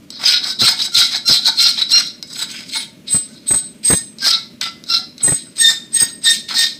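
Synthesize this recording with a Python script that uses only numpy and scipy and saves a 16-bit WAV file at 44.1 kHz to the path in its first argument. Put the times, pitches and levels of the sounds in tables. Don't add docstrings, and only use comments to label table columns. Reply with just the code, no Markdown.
import sys
import numpy as np
from scipy import signal
from scipy.fft import rfft, irfft
from scipy.io import wavfile
from scipy.ndimage import uniform_filter1d, minimum_filter1d

SR = 44100
rng = np.random.default_rng(int(sys.argv[2]) if len(sys.argv) > 2 else 0)


def persist_wave(psi):
    counts = np.round(np.clip(psi, -1, 1) * 32767).astype(np.int16)
    wavfile.write(sys.argv[1], SR, np.atleast_2d(counts).T)


def linear_from_db(decibels):
    return 10 ** (np.asarray(decibels, float) / 20)


N = 299439


def rms_one(x):
    return x / np.sqrt(np.mean(x ** 2) + 1e-20)


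def drift(rate_hz):
    knots_per_s = 400
    knots = rng.standard_normal(int(N / SR * knots_per_s) + 200)
    r = np.exp(-2 * np.pi * rate_hz / knots_per_s)
    smooth = signal.lfilter([1], [1, -2 * r, r * r], knots)
    slow = rms_one(smooth[198:])
    limited = 1.6 * np.tanh(slow / 1.2)
    return np.interp(np.arange(N) / SR * knots_per_s, np.arange(len(slow)), limited)


def coloured(x, points):
    hz = np.fft.rfftfreq(N, 1 / SR) + 1
    at_hz, level_db = np.transpose(points)
    curve_db = np.interp(np.log(hz), np.log(at_hz), level_db)
    return irfft(rfft(x) * linear_from_db(curve_db), N)


def resonate(x, hz, width_hz):
    r = np.exp(-np.pi * width_hz / SR)
    poles = [1, -2 * r * np.cos(2 * np.pi * hz / SR), r * r]
    return signal.lfilter([(1 - r * r) / 2, 0, (r * r - 1) / 2], poles, x)


def rumble():
    # frequency in Hz, relative level in dB.
    shop_spectrum = [(15, -64), (25, -30.5), (235, 4), (513, -15.5), (603, -10), (728, -25.5),
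                     (1250, -23.5), (1390, -24.5), (1920, -24.5), (2320, -21), (15800, -36.5)]
    noise = rms_one(coloured(rng.standard_normal(N), shop_spectrum))
    return linear_from_db(-43.5 + 1.0 * drift(24)) * noise


def iron(x, wander_scale_db, favoured_hz, boost_db):
    # frequency in Hz, width in Hz, gain in dB.
    modes = [(749, 6, -10), (907.6, 17.7, -10), (1190, 21, -16.5), (1430, 65, -9.5), (1530, 21.5, -6.5),
             (1698, 9.9, -7.5), (1790, 8.2, -20), (2036, 5.2, -1), (2190, 11, 1.5), (2460, 28, -9),
             (2856, 26, -16), (3235, 35, -0.5), (3620, 21, 0.5), (3660, 20, -12.5), (3906, 56, 0.5),
             (3898, 70, 7), (4074, 122, 4), (4238, 62, 3.5), (4650, 105, -17.5), (4860, 290, -3.5),
             (5052, 33, 3.5), (5180, 65, -17.5), (5100, 10, -33), (6100, 40, -10), (6180, 160, -6),
             (6480, 110, -7), (7300, 48, -9), (7900, 24, 6), (8100, 31, -2), (9600, 11, -17.5),
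             (11820, 67, -12), (14300, 740, -28)]
    out = np.zeros(N)
    for hz, width_hz, db in modes:
        wander_db = wander_scale_db * (0.87 * drift(10.8) + 0.74 * drift(32))
        near_db = boost_db * np.exp(-((hz - favoured_hz) / 120) ** 2)
        out += linear_from_db(db) * resonate(x * linear_from_db(wander_db + near_db), hz, width_hz)
    return out


def touches(crack_s=0.0012, ring_db=10):
    # time in seconds, strength in dB.
    landings = [(0.104, -20), (0.52, -28), (2.2269, -18), (4.1854, -26), (4.6128, -10.5), (4.8392, -27),
                (5.1805, -27), (5.5677, -26), (6.4895, -19)]
    t, ticks, envelope = np.arange(N) / SR, np.full(N, 1e-12), np.zeros(N)
    for s, db in landings:
        ticks[round(s * SR)] = linear_from_db(db)
        envelope += (t >= s) * linear_from_db(db) * np.exp(-np.abs(t - s) / crack_s)
    crack = envelope * rng.standard_normal(N) + 1e-12
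    tick = linear_from_db(26.0) * resonate(ticks, 5600, 180) + linear_from_db(30) * resonate(ticks, 4500, 230)
    ring = iron(crack, 0.67, 5160, boost_db=16.5)
    return tick + linear_from_db(-28) * crack + linear_from_db(ring_db) * ring


def pressure():
    # start, press, hold and lift in seconds, full level in dB.
    strokes = [(0.108, 0.016, 0.12, .1, -33.5), (0.191, 0.085, 0.065, .12, -7),
               (0.411, 0.028, 0.088, 0.031, -19.5), (0.587, 0.025, 0.08, .11, -6.5),
               (0.763, 0.034, 0.061, 0.054, -15), (0.919, 0.066, 0.023, 0.13, -5),
               (1.089, 0.034, 0.041, 0.062, -15.5), (1.252, 0.036, 0.06, .09, -7.5),
               (1.416, 0.05, 0.023, .08, -12), (1.552, 0.04, 0.078, 0.2, -10),
               (1.736, 0.047, 0.037, 0.075, -19.5), (1.874, 0.035, 0.075, 0.22, -13),
               (2.27, 0.13, 0.033, 0.13, -20), (2.477, 0.024, 0.098, 0.17, -27.5),
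               (2.66, 0.089, 0.058, 0.12, -20.5), (3.054, 0.037, 0.021, 0.58, -29),
               (3.457, 0.013, 0.11, .3, -30), (3.826, 0.01, 0.12, 0.17, -26.5),
               (4.193, 0.068, 0.049, 0.14, -8), (4.608, 0.0077, .005, 0.14, -12),
               (4.861, 0.053, 0.038, .13, -11.5), (5.18, 0.028, .14, 0.38, -31),
               (5.554, 0.071, 0.083, .13, -15.5), (5.91, 0.086, 0.041, 0.16, -23.5),
               (6.215, 0.055, 0.064, 0.16, -16.5), (6.476, 0.013, 0.068, .1, -23.5),
               (6.536, 0.037, 0.068, 0.15, -11.5)]
    press_db, press_curve = 25.5, 1.335
    lift_db, lift_curve = 47, 1.063
    start, press, hold, lift, db = np.transpose(strokes)[:, :, None]
    step = 40
    age = np.arange(0, N + step, step) / SR - start
    swell_db = press_db * np.clip(1 - age / press, 0, 1) ** press_curve
    sink_db = lift_db * np.maximum((age - press - hold) / lift, 0) ** lift_curve
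    level_db = np.maximum(np.where(age < 0, -120, db - swell_db - sink_db), -120)
    at = np.arange(N) / step
    force = np.interp(at, np.arange(age.shape[1]), linear_from_db(level_db).sum(axis=0))
    return force, level_db.argmax(axis=0)[at.astype(int)]


def rasp(bites_per_s=7000, spread_db=2.5, modes_db=6.0):
    # frequency in Hz, relative level in dB.
    bite_spectrum = [(400, -81), (700, -24.5), (1400, -24), (2300, -1), (3000, -2), (3500, -2),
                     (4200, -2.5), (5300, -19), (5900, -31.5), (7500, -4.5), (8400, -1.5), (9800, -27),
                     (10800, -49), (12500, -9), (14000, -14), (15500, -16)]
    # most excited pitch in Hz, low grind and treble weights in dB.
    stroke_colours = [(4130, -17.5, -27), (4400, -13, -21), (3850, -14, -18.5), (4290, -12.5, -13.5),
                      (3830, -10.5, -16), (4080, -14, -15), (4080, -11.5, -16.5), (4070, -16.5, -14),
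                      (3760, -16.5, -18), (4260, -15, -14.5), (3710, -7.5, -17.5), (4140, -14, -14.5),
                      (4570, -10, -10.5), (2200, -6.5, -14), (9600, -11, -11), (4050, -9.5, -10),
                      (3240, -11, -21), (4900, -10, -8), (4040, -14, -19), (3700, -7.5, -17.5),
                      (3440, -16, -18), (6870, -11, -23), (5190, -13.5, -7.5), (4860, -10.5, -15),
                      (5400, -17, -10.5), (4120, -6, -12), (4300, -11.5, -14)]
    hiss_db, hiss_follows = -5.5, 0.21
    force, stroke = pressure()
    colour = np.array(stroke_colours, float)[stroke].T
    pitch_hz, low_db, treble_db = uniform_filter1d(colour, size=400)

    sizes = linear_from_db(spread_db * np.minimum(rng.exponential(1, N), 5)) * rng.choice([-1, 1], N)
    struck = rng.random(N) < bites_per_s / SR
    clumps = linear_from_db(2.77 * drift(40))
    bites = force * sizes * struck * clumps + 1e-12
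    ringing = rms_one(iron(bites, 5.0, pitch_hz, boost_db=7))
    body = rms_one(coloured(bites, bite_spectrum)) + linear_from_db(modes_db) * ringing

    def split(edge_hz, kind):
        return rms_one(signal.sosfilt(signal.butter(4, edge_hz, kind, fs=SR, output="sos"), body))

    low = linear_from_db(-9 + 6.8 * drift(17.0)) * split(1600, "low")
    low += linear_from_db(-2.5 + 3.77 * drift(5.2)) * split([1600, 3400], "band")
    mid = linear_from_db(-6.0 + 4.9 * drift(20)) * split([3400, 4500], "band")
    mid += linear_from_db(-6.0 + 1.04 * drift(64)) * split([4500, 5850], "band")
    hiss = linear_from_db(hiss_db) * (force / force.max()) ** hiss_follows * split(10000, "high")
    treble = split([5850, 10000], "band") + hiss
    streaks_db = 3.0 * drift(21.1)
    mix = linear_from_db(low_db) * low + mid + linear_from_db(treble_db + streaks_db) * treble
    return np.sqrt(np.mean(force ** 2)) * mix


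def workshop_echo(x):
    t60_s, cut_hz = 0.36, 9500
    t = np.arange(int(.8 * SR)) / SR
    tail = rng.standard_normal(len(t)) * linear_from_db(-60 * t / t60_s) * (t > .008)
    tail = signal.lfilter(*signal.butter(1, cut_hz, fs=SR), tail)
    return signal.fftconvolve(x, tail / np.sqrt(np.sum(tail ** 2)))[:N]


def chatter(wobble=0.0061, flutter_db=5.0):
    # middle in seconds, length in seconds, mean slips per second,
    # fundamental level in dB, overtone level in dB.
    bursts = [(0.325, 0.12, 1450, -28.5, -30), (0.646, 0.061, 1360, -26, -13),
              (0.989, 0.11, 1390, -26.5, -22.5), (1.312, 0.1, 1380, -32, -14), (1.5, 0.13, 1480, -32, -52),
              (1.638, 0.097, 1380, -32, -10.5), (1.961, 0.07, 1400, -36, -6), (3.943, 0.15, 1830, -37, -36),
              (4.243, 0.051, 1590, -29.5, -36), (4.332, 0.11, 1340, -31.5, -25),
              (4.668, 0.074, 1340, -36, -40), (4.939, 0.075, 1364, -27.5, -12),
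              (5.284, 0.013, 1866, -15, -40), (5.667, 0.12, 1824, -19, -10),
              (6.012, 0.13, 1850, -31.5, -31), (6.296, 0.083, 1836, -20, -13.5),
              (6.614, 0.11, 1840, -23, -17)]
    # frequency in Hz, gain in dB.
    body_gain = [(2800, -20), (3650, 0.5), (4150, -.5), (5350, -15.5), (5650, 0.5), (7300, -16)]
    full_mix_db = -28.5
    t, out, cycle = np.arange(N) / SR, np.zeros(N), np.zeros(N, complex)
    unsteady = np.cumsum(1 + wobble * drift(63.6)) / SR
    flutter = [linear_from_db(flutter_db * drift(44)) for multiple in range(4)]
    for middle, length, rate, first_db, over_db in bursts:
        passed_db = np.interp(rate * np.arange(2, 5), *np.transpose(body_gain))
        levels_db = [first_db, *(over_db + passed_db)]
        near = np.abs(t - middle) < 1.5 * length
        swell = np.exp(-(2 * (t[near] - middle) / length) ** 4)
        turn = np.exp(2j * np.pi * rate * unsteady[near])
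        cycle[near] += swell * linear_from_db(min(first_db - full_mix_db, 0)) * turn
        for k, db in enumerate(levels_db):
            out[near] += swell * linear_from_db(db) * flutter[k][near] * (turn ** (k + 1)).imag
    return out, cycle


def jolts():
    # start in seconds, level at the crest in dB, time to the crest in ms.
    shakes = [(0.612, -21.5, 12), (0.971, -30, 8.9), (1.29, -22, 9.3), (1.308, -33, 8.2), (1.96, -37.5, 10),
              (3.143, -25, 7.7), (3.161, -35, 4.2), (3.505, -20, 4.8), (3.531, -21, 8.3),
              (3.899, -13.5, 9.6), (3.93, -16, 4.9), (5.237, -30.5, 11), (5.273, -21, 9.1),
              (5.318, -20, 5.3), (6.015, -30, 5.9), (6.03, -28, 2.3), (6.301, -39, 5.9)]
    t, swell = np.arange(N) / SR, np.zeros(N)
    for s, db, ms in shakes:
        age = np.maximum(t - s, 0) / (ms / 1000)
        swell += linear_from_db(db) * age * np.e * np.exp(-age)
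    lumps = coloured(rng.standard_normal(N), [(20, -15), (70, -4.5), (130, 4.5), (300, -2), (800, -12.5),
                                              (2000, -14), (5000, -36.5), (15000, -31)])
    return swell * rms_one(lumps)


def squeal(cycle, wobble=0.00143, flutter_db=3.2):
    # start, rise and hold in seconds, mean pitch in Hz, level in dB.
    tones = [(0.636, 0.029, 0.018, 8250, -14), (2.704, 0.043, 0.0059, 8100, -23.5),
             (2.736, 0.043, 0.025, 9600, -28), (3.073, 0.047, 0.053, 8170, -12),
             (3.464, 0.022, 0.09, 8213, -8), (3.838, 0.014, 0.073, 8284, -7),
             (3.921, 0.014, 0.046, 8140, -13.5), (5.213, 0.024, 0.047, 8130, -10.5),
             (5.276, 0.017, 0.068, 8185, -12.5), (5.567, 0.034, 0.017, 8380, -8.5),
             (5.922, 0.021, 0.09, 8380, -10.5), (5.996, 0.013, 0.029, 8412, -11),
             (6.231, 0.014, 0.0072, 8350, -10), (6.288, 0.019, 0.0072, 8130, -10.5),
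             (6.55, 0.04, 0.0093, 8270, -17.5)]
    # multiple of squeal, multiple of chatter, mean level in dB.
    sidebands = [(1, -1, -9.5), (1, 1, -21.5), (2, -1, -16)]
    # frequency in Hz, width in Hz, mean level in dB under the squeal.
    companions = [(6650, 60, -27), (9600, 32, -30), (9700, 50, -41.5), (11490, 45, -38),
                  (13900, 200, -33.5)]
    rise_db, sag_db_per_s, dies_db_per_s = 34, 29, 603
    t, one, two = np.arange(N) / SR, np.zeros(N, complex), np.zeros(N, complex)
    unsteady = np.cumsum(1 + wobble * drift(43.7)) / SR
    for start, rise, hold, hz, db in tones:
        near = (t >= start) & (t < start + .3)
        full = t[near] - start - rise
        level_db = db + rise_db * np.minimum(full / rise, 0)
        level_db -= sag_db_per_s * np.clip(full, 0, hold)
        level_db -= dies_db_per_s * np.maximum(full - hold, 0)
        turn = np.exp(2j * np.pi * hz * unsteady[near])
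        one[near] += linear_from_db(level_db) * turn
        two[near] += linear_from_db(level_db) * turn ** 2

    sides = np.zeros(N, complex)
    for m, k, db in sidebands:
        mixer = cycle if k > 0 else cycle.conj()
        sides += linear_from_db(db + 3.5 * drift(30)) * (one, two)[m - 1] * mixer
    grit = rms_one(signal.lfilter([1], [1, -.94], rng.standard_normal(N)))
    shaken = np.abs(one) * rng.standard_normal(N) + 1e-12
    along = np.zeros(N)
    for hz, width_hz, db in companions:
        evened = resonate(shaken, hz, width_hz) * np.sqrt(SR / (np.pi * width_hz))
        along += linear_from_db(db + 4.9 * drift(18)) * evened
    return linear_from_db(flutter_db * drift(68)) * (one + sides + linear_from_db(-16.5) * grit * one).imag + along


def scene():
    buzz, cycle = chatter()
    filing = buzz + squeal(cycle) + touches() + rasp()
    return (filing + linear_from_db(-13) * workshop_echo(filing) + jolts() + rumble())[None]


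def band_limit(x):
    return signal.sosfilt(signal.butter(12, 15910, fs=SR, output="sos"), x)


def record(dry, ceiling_db=0.0):
    room_db = np.minimum(ceiling_db - 20 * np.log10(np.abs(dry) + 1e-9), 0)
    gain = linear_from_db(uniform_filter1d(minimum_filter1d(room_db, size=161), size=121))
    cut = signal.cheby2(16, 60, 15950, fs=SR, output="sos")
    finished = signal.sosfilt(cut, gain * dry)
    return band_limit(finished)


dry = scene()
out = record(dry)
persist_wave(out)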